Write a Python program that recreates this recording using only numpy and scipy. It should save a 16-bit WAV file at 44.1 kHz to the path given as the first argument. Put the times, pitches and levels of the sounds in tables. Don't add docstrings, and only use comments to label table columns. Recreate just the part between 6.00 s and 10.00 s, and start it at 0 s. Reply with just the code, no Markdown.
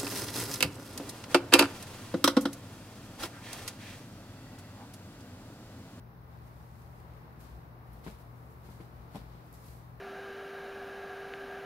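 import sys
import numpy as np
from scipy import signal
from scipy.fft import rfft, irfft, next_fast_len
from scipy.io import wavfile
from scipy.ndimage import map_coordinates

SR = 44100
rng = np.random.default_rng(int(sys.argv[2]) if len(sys.argv) > 2 else 0)


def store_pcm(level_fs):
    pcm = np.round(np.clip(level_fs, -1, 1) * 32767).astype(np.int16)
    wavfile.write(sys.argv[1], SR, np.atleast_2d(pcm).T)


N = 176400
TIME = np.arange(N) / SR
BUMP_ATTACK_S, HUM_AND_BOOM_PAN_DB = 0.0009, 4


def bumps():
    # start in seconds, level in dB, then clop, knock, scuff and push in dB added to it.
    contacts = [(2.0641, -38, -1.5, -4, -9, -12), (2.0715, -37.5, 0, -17, -8.5, -7),
                (2.0764, -44, -3, -2, -5, -4), (2.689, -50.5, -1.5, -1, -3.5, -8),
                (2.802, -46.5, 1.5, -4, -4, -11), (2.808, -49.5, -1, -9, -6.5, 3),
                (3.148, -41, -2, -1, -12, -10), (3.155, -36.5, -3.5, -1.5, -14, 1),
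                (3.16, -42.5, -2, 3, -14, -3), (3.179, -50, -13, -11, -20, 9),
                (3.215, -49.5, -8, -3, -20, 6)]
    # pitch in Hz, relative level in dB, seconds to fade by 60 dB.
    thud = [(193, 5.5, 0.04), (211.7, 0.5, 0.11), (267, 2, 0.05)]
    clop = [(331, 9.5, 0.036), (441, 2.5, 0.051), (526, -2, 0.03)]
    knock = [(620, 8.5, 0.02), (772, 11, 0.016), (870, 7, 0.018), (1005, 0.5, 0.016)]
    push = [(85, -2, 0.054), (135, 4.5, 0.058)]
    # frequency in Hz, relative level in dB.
    scuff_colour = [(300, -17), (900, 8.5), (2500, 0), (4000, -12), (8000, -42), (16000, -31)]
    scuff, out = noise(scuff_colour), np.zeros((2, N))
    for start, db, clop_db, knock_db, scuff_db, push_db in contacts:
        body = ring(thud) + amp(clop_db) * ring(clop)
        body += amp(knock_db) * ring(knock) + amp(push_db) * ring(push)
        out[:, round(start * SR):][:, :len(body)] += amp(db - 5) * body
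        out += amp(db + scuff_db) * burst(start, fade=0.033, attack=BUMP_ATTACK_S) * scuff
    return out * pan(3)


def ring(modes, scatter_db=1.2, cutoff_hz=1070):
    t = np.arange(SR // 4) / SR
    tones = sum(amp(db + scatter_db * rng.standard_normal() - 60 * t / fade) * np.sin(2 * np.pi * hz * t)
                for hz, db, fade in modes)
    padding = signal.butter(4, cutoff_hz, fs=SR, output="sos")
    return signal.sosfilt(padding, (1 - np.exp(-t / BUMP_ATTACK_S)) * tones)


def cloth():
    # peak time in seconds, level in dB, rise and fall in seconds per 8.7 dB,
    # then rub and sizzle in dB added to the level.
    strokes = [ (.33, -79.5, 0.082, 0.24, 6, 0), (.475, -73, 0.026, 0.029, -2, 7),
               (.6, -75.5, 0.17, 0.17, 1.5, -2), (.81, -72.5, 0.24, 0.23, -2.5, -1),
               (.98, -73.5, 0.031, 0.054, -7, -3), (1.15, -78.5, 0.23, 0.3, 6, 0),
               (1.406, -65.5, 0.0057, 0.044, -3, 4), (1.445, -68.5, 0.044, 0.14, 1.5, -4),
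               (1.87, -80.5, .03, 0.051, 5, -1), (1.94, -75.5, 0.051, 0.32, 2, 7),
               (2.044, -63, 0.0054, 0.054, 2.5, -1), (2.085, -63, 0.027, 0.057, 3, -2),
               (2.205, -70.5, 0.022, 0.045, -1, 2), (2.39, -76, 0.091, 0.25, -4, -1),
               (2.51, -75.5, 0.023, 0.088, -7, 5.5), (2.66, -68.5, 0.031, 0.073, 2, 2),
               (2.715, -67, 0.028, 0.11, -2, -2), (2.812, -68.5, 0.011, 0.045, 3, -1),
               (2.96, -81, 0.056, 0.17, 6, 9), (3.162, -61.5, 0.024, 0.04, 5.5, 0),
               (3.32, -75.5, 0.39, 0.39, 6, -3), (3.465, -78, 0.022, 0.036, -5, 6),
               (3.539, -62, .004, 0.034, -6.5, -2), (3.69, -63.5, 0.12, 0.11, -3.5, 1.5)]
    # frequency in Hz, relative level in dB.
    rub_colour = [(120, -27), (220, 8.5), (500, 11.5), (1000, 2.5), (2000, 1.5), (3000, -1), (4200, 0),
                  (5500, -6), (8000, -26)]
    swish_colour = [(2500, -25), (4500, 0), (6000, -0.5), (8500, 0.5), (10500, -1), (12500, -1),
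                    (16000, -25)]
    sizzle_colour = [(8000, -11), (10500, -3), (11800, 2.5), (14000, -1.5), (16000, 0)]
    power = np.zeros((3, N))
    for peak, db, rise, fall, rub_db, sizzle_db in strokes:
        shape = np.exp(-np.maximum((peak - TIME) / rise, (TIME - peak) / fall))
        power += (amp([[db + rub_db], [db], [db + sizzle_db]]) * shape) ** 2
    rub, swish, sizzle = np.sqrt(power)
    return fibres() * (amp(4.5) * rub * noise(rub_colour) * pan(3)
                       + swish * noise(swish_colour) * pan(1)
                       + amp(-0.5) * sizzle * noise(sizzle_colour) * pan(-3.5))


def fibres(catches_per_s=1000, snaps_per_s=25, snap_s=0.00084):
    grain = amp(wobble(catches_per_s))
    snaps = (rng.random(N) < snaps_per_s / SR) * rng.random(N)
    jumps = signal.lfilter([1], [1, -np.exp(-1 / (snap_s * SR))], snaps)
    return unit(grain * (1 + amp(5.5) * jumps))


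def ticks():
    # start in seconds, level in dB, seconds to fade by 60 dB.
    snaps = [(1.931, -62.5, .1), (2.809, -54, .006), (3.5283, -40.5, 0.0045), (3.539, -51, .006)]
    # frequency in Hz, relative level in dB.
    colour = [(3000, -5), (7500, -7), (11000, 11), (13000, 11), (16000, 2)]
    return noise(colour) * sum(amp(db) * burst(start, fade, attack=0.0002) for start, db, fade in snaps)


def booms():
    # peak time in seconds, level in dB, pitch in Hz, half-width in seconds.
    swells = [(1.55, -45.5, 60, 0.065), (2.04, -50.5, 53, 0.2), (3.2, -53.5, 55.5, 0.24)]
    tones = sum(amp(db) * np.exp(-((TIME - peak) / width) ** 2)
                * np.sin(2 * np.pi * (hz * TIME + rng.random())) for peak, db, hz, width in swells)
    return tones * pan(HUM_AND_BOOM_PAN_DB)


def porch(x, tail_s=0.18, tail_db=-15.5):
    # echo delay in seconds, gain.
    walls = [(.0066, 0.15), (0.0105, 0.2)]
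    early = filtered(x, lambda hz: 1 + sum(gain * np.exp(-2j * np.pi * hz * s) for s, gain in walls))
    t = np.arange(SR // 2) / SR
    tail = rng.standard_normal((2, len(t))) * amp(-60 * t / tail_s)
    tail /= np.linalg.norm(tail[0])
    return early + amp(tail_db) * signal.fftconvolve(early, tail, axes=1)[:, :N]


def town():
    # frequency in Hz, relative level in dB.
    rumble_colour = [(20, -12), (40, -7), (46, -7), (51, -0.5), (72, 9.5), (82, 6), (95, -0.5), (140, 4),
                     (190, -5), (235, -4), (300, -21.5), (600, -66)]
    tyre_colour = [(120, -30), (220, 0), (370, 0), (410, -4), (448, 1), (490, -4.5), (800, -1), (1100, -2),
                   (1400, -8), (2000, -13.5), (3000, -23.5), (5000, -44.5)]
    hiss_colour = [(1650, -23), (2800, -19), (3230, -8), (3630, 1.5), (5640, -3), (7630, -16),
                   (8380, -10.5), (9340, -13), (11000, -1.5), (15700, 3)]
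    # time in seconds, relative level in dB.
    rumble_swell = [(0, -61), (.3, -54.5), (1.75, -57.5), (2.0, -56.5), (2.3, -59), (3.0, -55.5),
                    (3.2, -58), (3.45, -56.5), (4, -57.5)]
    tyre_swell = [(0, -1.5), (.2, -1), (.38, 2), (.8, -0.6), (1.6, 0.5), (4, -0.5)]
    rumble = amp(2 + curve(rumble_swell)) * air(rumble_colour)
    tyres = amp(-57 + curve(tyre_swell) + 0.54 * wobble(1.9)) * air(tyre_colour)
    return rumble + tyres + amp(-69) * air(hiss_colour)


def machine(drift_radians=0.4):
    # pitch in Hz, level in dB, waver in dB.
    tones = [(58.35, -60, 0.5), (120.1, -55, 2), (163, -62, 0.5), (208.6, -75, 8.5), (599, -78.5, 1)]
    hum = sum(amp(db + waver_db * wobble(5.225))
              * np.sin(2 * np.pi * (hz * TIME + rng.random()) + drift_radians * wobble(5.89))
              for hz, db, waver_db in tones)
    return np.sqrt(2) * hum * pan(HUM_AND_BOOM_PAN_DB)


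def air(colour):
    # frequency in Hz, how alike left and right are (-1 to 1).
    likeness = [(60, 1), (150, 0.92), (280, 0.66), (500, 0.73), (1000, -0.36), (2000, -0.073),
                (4000, -0.047), (12000, -0.043)]
    # frequency in Hz, left minus right in dB.
    balance = [(50, 8.5), (150, -1.5), (300, 1), (1000, 1.5), (2500, 3), (4500, 3), (7500, -1.5),
               (13000, 0)]
    angle = lambda hz: np.arccos(along(likeness, hz)) / 2
    mid, side = filtered(noise(colour), lambda hz: np.array([np.cos(angle(hz)), np.sin(angle(hz))]))
    return unit(filtered(np.array([mid + side, mid - side]), lambda hz: pan(along(balance, hz))))


def amp(db):
    return 10 ** (np.asarray(db) / 20)


def unit(x):
    return x / np.sqrt(np.mean(x ** 2) + 1e-20)


def pan(db):
    return amp(np.array([[.5], [-.5]]) * db)


def along(points, hz):
    freqs, values = np.transpose(points)
    return np.interp(np.log(hz + 1), np.log(freqs + 1), values)


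def curve(points):
    return np.interp(TIME, *np.transpose(points))


def wobble(rate):
    return map_coordinates(rng.standard_normal(N // 8), [np.arange(N) * rate / SR], mode="wrap")


def burst(start, fade, attack):
    t = np.maximum(TIME - start, 0)
    return (1 - np.exp(-t / attack)) * amp(-60 * np.minimum(t / fade, 10))


def filtered(x, response):
    size = next_fast_len(N + SR // 2)
    return irfft(rfft(x, size) * response(np.fft.rfftfreq(size, 1 / SR)), size)[..., :N]


def noise(colour):
    return unit(filtered(rng.standard_normal((2, N)), lambda hz: amp(along(colour, hz))))


def scene():
    return town() + machine() + booms() + cloth() + ticks() + porch(bumps())


def record(dry, bottom_hz=38.4, top_hz=15740):
    low_cut = signal.butter(6, bottom_hz, btype="highpass", fs=SR, output="sos")
    return filtered(signal.sosfilt(low_cut, dry), lambda hz: hz < top_hz)


dry = scene()
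out = record(dry)
store_pcm(out)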